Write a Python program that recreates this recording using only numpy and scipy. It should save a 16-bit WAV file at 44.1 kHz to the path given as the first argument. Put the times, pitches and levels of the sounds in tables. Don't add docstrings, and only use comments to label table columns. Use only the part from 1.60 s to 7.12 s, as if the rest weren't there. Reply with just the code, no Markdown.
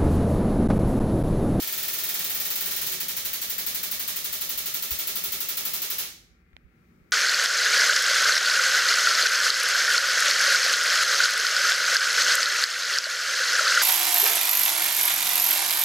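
import sys
import numpy as np
from scipy import signal
from scipy.fft import rfft, irfft
from scipy.io import wavfile
from scipy.ndimage import uniform_filter1d

SR = 44100
rng = np.random.default_rng(int(sys.argv[2]) if len(sys.argv) > 2 else 0)


def to_wav(s):
    ch = np.atleast_2d(s).T
    pcm = np.round(np.clip(ch, -1, 1) * 32767)
    wavfile.write(sys.argv[1], SR, pcm.astype(np.int16))


def level_to_linear(level):
    exponent = np.asarray(level, float) / 20
    return 10 ** exponent


N = 243431


def read(table, hz, column=1):
    table = np.array(table, float)
    return np.interp(np.log(hz + 1), np.log(table[:, 0] + 1), table[:, column])


def set_level(x, db):
    return x * level_to_linear(db) / np.sqrt(np.mean(x ** 2))


def colour(x, gain_db):
    size = 4096
    cepstrum = irfft(gain_db(np.fft.rfftfreq(size, 1 / SR)) * np.log(10) / 20)
    cepstrum[..., 1:size // 2] *= 2
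    cepstrum[..., size // 2 + 1:] = 0
    response = np.atleast_2d(irfft(np.exp(rfft(cepstrum))))
    return signal.fftconvolve(x, response, axes=-1)[..., :x.shape[-1]]


def highpass(x, order, hz):
    return signal.sosfilt(signal.butter(order, hz, "high", fs=SR, output="sos"), x)


def fade(start_s, length_s):
    progress = np.clip((np.arange(N) / SR - start_s) / length_s, 0, 1)
    return .5 - .5 * np.cos(np.pi * progress)


def walk(rate):
    k = int(SR / rate)
    held = np.repeat(rng.standard_normal(N // k + 1), k)
    return 1.2 * uniform_filter1d(uniform_filter1d(held, k), k)[:N]


# (frequency [Hz], width [Hz], boost [dB])
STANDING_WAVES = [(154.4, 6.7, 13), (178.4, 22, 12), (235.3, 27, 10), (328.5, 44, 8.5), (355, 26, 3),
                  (403.5, 66, 4), (523, 63, 3.5), (620, 25, 5.5), (755, 21, 7), (827, 23, 5),
                  (1142, 41, 4.5), (1355, 140, 3), (1830, 130, 3), (2240, 130, 3)]


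def standing(hz):
    return sum(db / (1 + (2 * (hz - f) / width) ** 2) for f, width, db in STANDING_WAVES)


# (frequency [Hz], likeness [0-1])
PORT_LIKENESS = [(60, 0.93), (150, 0.93), (300, 0.96), (650, 0.13), (1200, 0)]


def pair(spectra, hz):
    like = np.clip(read(PORT_LIKENESS, hz), 0, 1)
    mid = np.sqrt(1 + like) * spectra[0]
    side = np.sqrt(1 - like) * spectra[1]
    return np.array([mid + side, mid - side]) / 2


# (frequency [Hz], width [Hz], gain [dB])
PORT_NOTCH = [(7820, 290, -10), (9440, 2400, -5.5)]


def ports(hz, balance):
    notch = [db / (1 + (2 * (hz - f) / width) ** 2) for f, width, db in PORT_NOTCH]
    return np.array(notch) + np.outer([.5, -.5], read(balance, hz))


# (frequency [Hz], level per Hz [dB])
HOUSE_COLOUR = [(22, -40.5), (36, -18.5), (53, -4.5), (110, -14), (200, -16), (300, -22), (450, -21),
                (600, -29.5), (1000, -33.5), (1300, -25), (2400, -25.5), (3000, -35.5), (8000, -45.5),
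                (15000, -43.5)]
# (frequency [Hz], left minus right [dB])
HOUSE_BALANCE = [(60, -2), (110, 3), (200, 1.5), (380, -4), (700, 1), (1290, 12), (2380, 8.5), (4400, 7),
                 (8120, -6), (15000, 4)]
# (frequency [Hz], level [dB])
HUM = [(759.0, -79), (1362, -76), (2051, -71.5), (2196, -75.5), (2417, -77)]
# (frequency [Hz], level per Hz [dB])
FAINT_COLOUR = [(600, 1), (1000, 0), (2400, -3), (3000, -10), (5500, -8), (8500, -11.5), (12000, -13),
                (15000, -9)]


def house():
    hz, t = np.fft.rfftfreq(N, 1 / SR), np.arange(N) / SR
    noise = pair(rfft(rng.standard_normal((2, N))), hz)
    air = noise * level_to_linear(read(HOUSE_COLOUR, hz) + standing(hz) + ports(hz, HOUSE_BALANCE))
    low, high = 1 / (1 + (hz / 120) ** 6), 1 / (1 + (550 / (hz + 1)) ** 6)

    shut = fade(4.45, .12) + 0.52 * (1 - fade(0, .45))
    back = fade(5.05, .3)

    deep = set_level(irfft(air * low, N), -62.5)
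    deep = deep * level_to_linear(-2 * shut + 1.5 * walk(19) + .4 * walk(3.6))
    drone = set_level(irfft(air * (1 - low - high), N), -59.5)
    drone = drone * level_to_linear(-7.5 * shut + 3.5 * back + 2.2 * walk(4.5))
    hiss = set_level(irfft(air * high, N), -66.5) * level_to_linear(1.3 * walk(9))

    tones = np.zeros((2, N))
    port_phase = np.array([[0], [.3]])
    for f, db in HUM:
        loudness = level_to_linear(db + 2.6 * walk(18.0))
        tones += loudness * np.sin(2 * np.pi * (f * t + 0.29 * walk(13) + port_phase))

    faint = rfft(rng.standard_normal((2, N))) * high
    faint = irfft(faint * level_to_linear(read(FAINT_COLOUR, hz) + ports(hz, HOUSE_BALANCE)), N)
    faint = set_level(faint, -73) * (0.35 + 0.67 * back) * level_to_linear(1.2 * walk(8))
    return deep + drone + level_to_linear(14 * (1 - shut) - 4.5) * (hiss + tones) + faint


def timer():
    first_s, fast_s, slow_s = .0226, .051876, .082857
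    fast_count, slow_count = 26, 37
    fast = first_s + fast_s * np.arange(-2, fast_count)
    s = np.r_[fast, fast[-1] + slow_s * np.arange(1, slow_count + 1)]
    jitter, scatter, heat = rng.standard_normal((len(s), 3)).T.clip(-2, 2)
    db = -1.5 * np.exp(-s.clip(0) / 0.25) + 0.26 * s + .4 * scatter
    return s + .3 / 1000 * jitter, db - np.mean(db), 1.2 * heat


# (left level [dB], right level [dB], loss below the
# top octave [dB])
DIRECT = [(9.5, 2.5, -13), (3, -1, -11), (4.5, -2, -3), (1.5, 0, -4)]
# (left [dB], right [dB], loss [dB])
ECHOES = [(-9, -3.5, 0), (-4, -9, -2.5), (-9.5, -1.5, -1), (-11, -3.5, -1.5), (-19.5, -1, -2),
          (-13, -6, -4), (-7.5, -9, 0.5), (-3, -5, -3), (-7, -2, -6), (-4, -7.5, -20), (-6, -7.5, -1.5),
          (-12, -10, 0), (-13, -8, 0), (-11, -11, -2.5)]
ECHO_MS = [-1, 0, 2.9, 3.6, 5.7, 7.2, 9.2, 10, 11.4, 13.6, 15.6, 17, 20.3, 23.2, 28.5, 33, 41, 70.5]
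# (frequency [Hz], gain [dB])
PATH_COLOUR = [(500, -11), (3000, -7), (8000, -5.5), (15000, -4.5)]


def arrivals(s, db, scatter_db=1.5, wander_ms=.06, smear_ms=0.33, smear_db=-6, top_hz=9800):
    whole, shaded = np.zeros((2, 2, N + SR))
    *gain_db, shade_db = np.transpose(DIRECT + ECHOES)
    chance = rng.standard_normal((len(s), 3, len(ECHO_MS))).clip(-2, 2)
    at_s = s[:, None] + (np.array(ECHO_MS) + wander_ms * chance[:, 2]) / 1000
    at = (at_s * SR).astype(int).clip(0)
    for side in range(2):
        gain = level_to_linear(db[:, None] + gain_db[side] + scatter_db * chance[:, side])
        np.add.at(whole[side], at, gain * level_to_linear(shade_db))
        np.add.at(shaded[side], at, gain * (1 - level_to_linear(shade_db)))
    out = whole + highpass(shaded, 4, top_hz)
    clutter_fade = np.exp(-np.arange(128) * 1000 / (smear_ms * SR))
    clutter = level_to_linear(smear_db) * rng.standard_normal((2, 128)) * clutter_fade
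    clutter[:, 0] = 1
    out = signal.fftconvolve(out, clutter, axes=1)
    return colour(out[:, :N], lambda hz: read(PATH_COLOUR, hz))


# (frequency [Hz], time to fall 60 dB [s], build-up [ms])
ROOM = [(200, 1, 5.7), (508, 0.52, 8), (1200, 0.4, 2.7), (2500, 0.46, 2.4), (5100, 0.47, 10),
        (8700, 0.39, 3.7), (14200, 0.3, 1.2)]
# (frequency [Hz], likeness [0-1])
REPEAT = [(300, .95), (900, .92), (1800, .85), (4000, .72), (8000, .6), (14000, .56)]


def diffuse(count, size=19200, grain_db=4.5, mixing_s=0.039, gap_ms=2.2):
    t, hz = np.arange(size) / SR, np.fft.rfftfreq(size, 1 / SR)
    like = read(REPEAT, hz)
    drift = 1 - (1 - like) / 3
    centres = np.log([row[0] for row in ROOM])
    shares = [np.interp(np.log(hz + 1), centres, one) for one in np.eye(len(ROOM))]
    shapes = [(1 - np.exp(-t * 1000 / rise_ms)) * level_to_linear(-60 * t / t60) for _, t60, rise_ms in ROOM]
    shapes = [shape / np.sqrt(np.sum(shape ** 2)) for shape in shapes]
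    opening = np.clip(t * 1000 / gap_ms, 0, 1) ** 2
    kept = None
    for _ in range(count):
        lumps = rng.exponential(size=(2, size)).clip(0, 4) - 2.5
        grains = level_to_linear(grain_db * np.exp(-t / mixing_s) * lumps)
        fresh = pair(rfft(rng.standard_normal((2, size)) * grains), hz)
        kept = fresh if kept is None else kept
        field = like * kept + np.sqrt(1 - like ** 2) * fresh
        kept = drift * kept + np.sqrt(1 - drift ** 2) * fresh[::-1]
        yield opening * sum(shape * irfft(share * field) for share, shape in zip(shares, shapes))


# (frequency [Hz], level per Hz [dB])
SPARK_COLOUR = [(60, -46), (200, -27), (450, -13.5), (700, -12.5), (1000, -9.5), (1860, -3.5), (3800, 0.5),
                (4800, -1.5), (6300, 0), (8000, -3.5), (10000, -1), (12500, 2), (15700, 4), (18000, 0.5)]
# (frequency [Hz], left minus right [dB])
SPARK_BALANCE = [(60, 10), (110, 6), (200, -1.5), (380, -1.5), (700, 3), (1290, 0.5), (2380, 0.0),
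                 (4400, -1.5), (8120, -6), (15000, -1)]


def sparks():
    s, db, heat_db = timer()
    lead = SR // 4
    tails = np.zeros((2, N + 2 * SR))
    starts = (s * SR).astype(int) + lead
    for start, gain, tail in zip(starts, level_to_linear(db), diffuse(count=len(s))):
        tails[:, start:start + tail.shape[1]] += gain * tail
    cracks = tails[:, lead:lead + N] + level_to_linear(-17.0) * arrivals(s[2:], db[2:])
    cracks = colour(cracks, lambda hz: read(SPARK_COLOUR, hz) + standing(hz) + ports(hz, SPARK_BALANCE))
    top = highpass(cracks, 2, 10000)
    extra = level_to_linear(np.interp(np.arange(N) / SR, s, heat_db)) - 1
    return set_level(cracks + extra * top, -27.5)


def ring(s, left_db, right_db, hz, t60, rise_s, lag_s):
    out = np.zeros((2, N))
    span = slice(int(s * SR), min(int((s + lag_s + 2 * t60) * SR), N))
    t = np.clip(np.arange(N)[span] / SR - s - np.array([[lag_s], [0]]), 0, None)
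    shape = (1 - np.exp(-t / rise_s)) * level_to_linear(-60 * t / t60)
    out[:, span] = level_to_linear(np.array([[left_db], [right_db]])) * np.sin(2 * np.pi * hz * t) * shape
    return out


# (time [s], level [dB], pitch [Hz], time to fall 60 dB [s])
STEPS = [
    (1.07, -50, 392, 0.16),
    (1.09, -48.5, 215, 0.13),
    (1.302, -51, 372, 0.34),
    (3.38, -56, 333, 0.28),
    (3.46, -49.5, 392, 0.14),
    (3.62, -53, 402, 0.31),
]


def steps():
    return sum(3 * ring(s, db, db, hz, t60, rise_s=0.022, lag_s=.0002) for s, db, hz, t60 in STEPS)


# (time [s], left level [dB], right level [dB], pitch [Hz], time to fall 60 dB [s])
THUD = (3.3105, -39, -26, 65, .105)
# (time [s], left level [dB], right level [dB], pitch [Hz], time to fall 60 dB [s])
BUMPS = [
    (4.706, -61, -54, 60, 0.14),
    (4.932, -44, -50, 61, 0.08),
    (5.046, -53, -42, 59.3, 0.08),
    (5.074, -62, -55, 55, 0.084),
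    (5.411, -58, -53, 55, 0.12),
]


def bumps():
    thud = 3 * ring(*THUD, rise_s=0.022, lag_s=0.0022)
    return thud + sum(3 * ring(*bump, rise_s=0.0074, lag_s=0.002) for bump in BUMPS)


# (time [s], left level [dB], right level [dB], pitch [Hz], time to fall 60 dB [s], snap level [dB])
CLICKS = [
    (4.932, -46, -50, 1920, 0.0044, -10),
    (4.9664, -39, -26, 2250, 0.0037, -7),
]


def clicks():
    snap = [(900, 10.5, 0.0016), (3130, 15, 0.002), (5250, -14, 0.0016),
            (10800, -13, .0025), (14500, -22, .002)]
    out = np.zeros((2, N))
    for s, left_db, right_db, hz, t60, snap_db in CLICKS:
        out += 1.5 * ring(s, left_db, right_db, hz, t60, 0.00021, .0001)
        for snap_hz, db, snap_t60 in snap:
            gain_db = snap_db + db
            out += ring(s, left_db + gain_db, right_db + gain_db, snap_hz, snap_t60, 0.00038, .0001)
    return out


def tick():
    modes = [(15200, 2.0, .003), (13600, -1, .0025), (11900, 1, .0025),
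             (10300, -1, .0025), (7000, -8, .002)]
    out = np.zeros((2, N))
    for late_s, bounce_db in [(.0001, 4), (.0022, -4)]:
        for hz, db, t60 in modes:
            tap_db = -52 + db + bounce_db
            out += ring(5.5092 + late_s, tap_db, tap_db, hz, t60, .0001, 0)
    return out


def scene():
    return house() + sparks() + steps() + bumps() + clicks() + tick()


def band_limit(x):
    return signal.sosfilt(signal.butter(12, 16980, fs=SR, output="sos"), x)


def record(dry):
    rounded = .3 * np.tanh(dry / .3)
    mix = signal.sosfilt(signal.ellip(12, .2, 90, 15780, fs=SR, output="sos"), rounded)
    return band_limit(mix)


dry = scene()
out = record(dry)
to_wav(out)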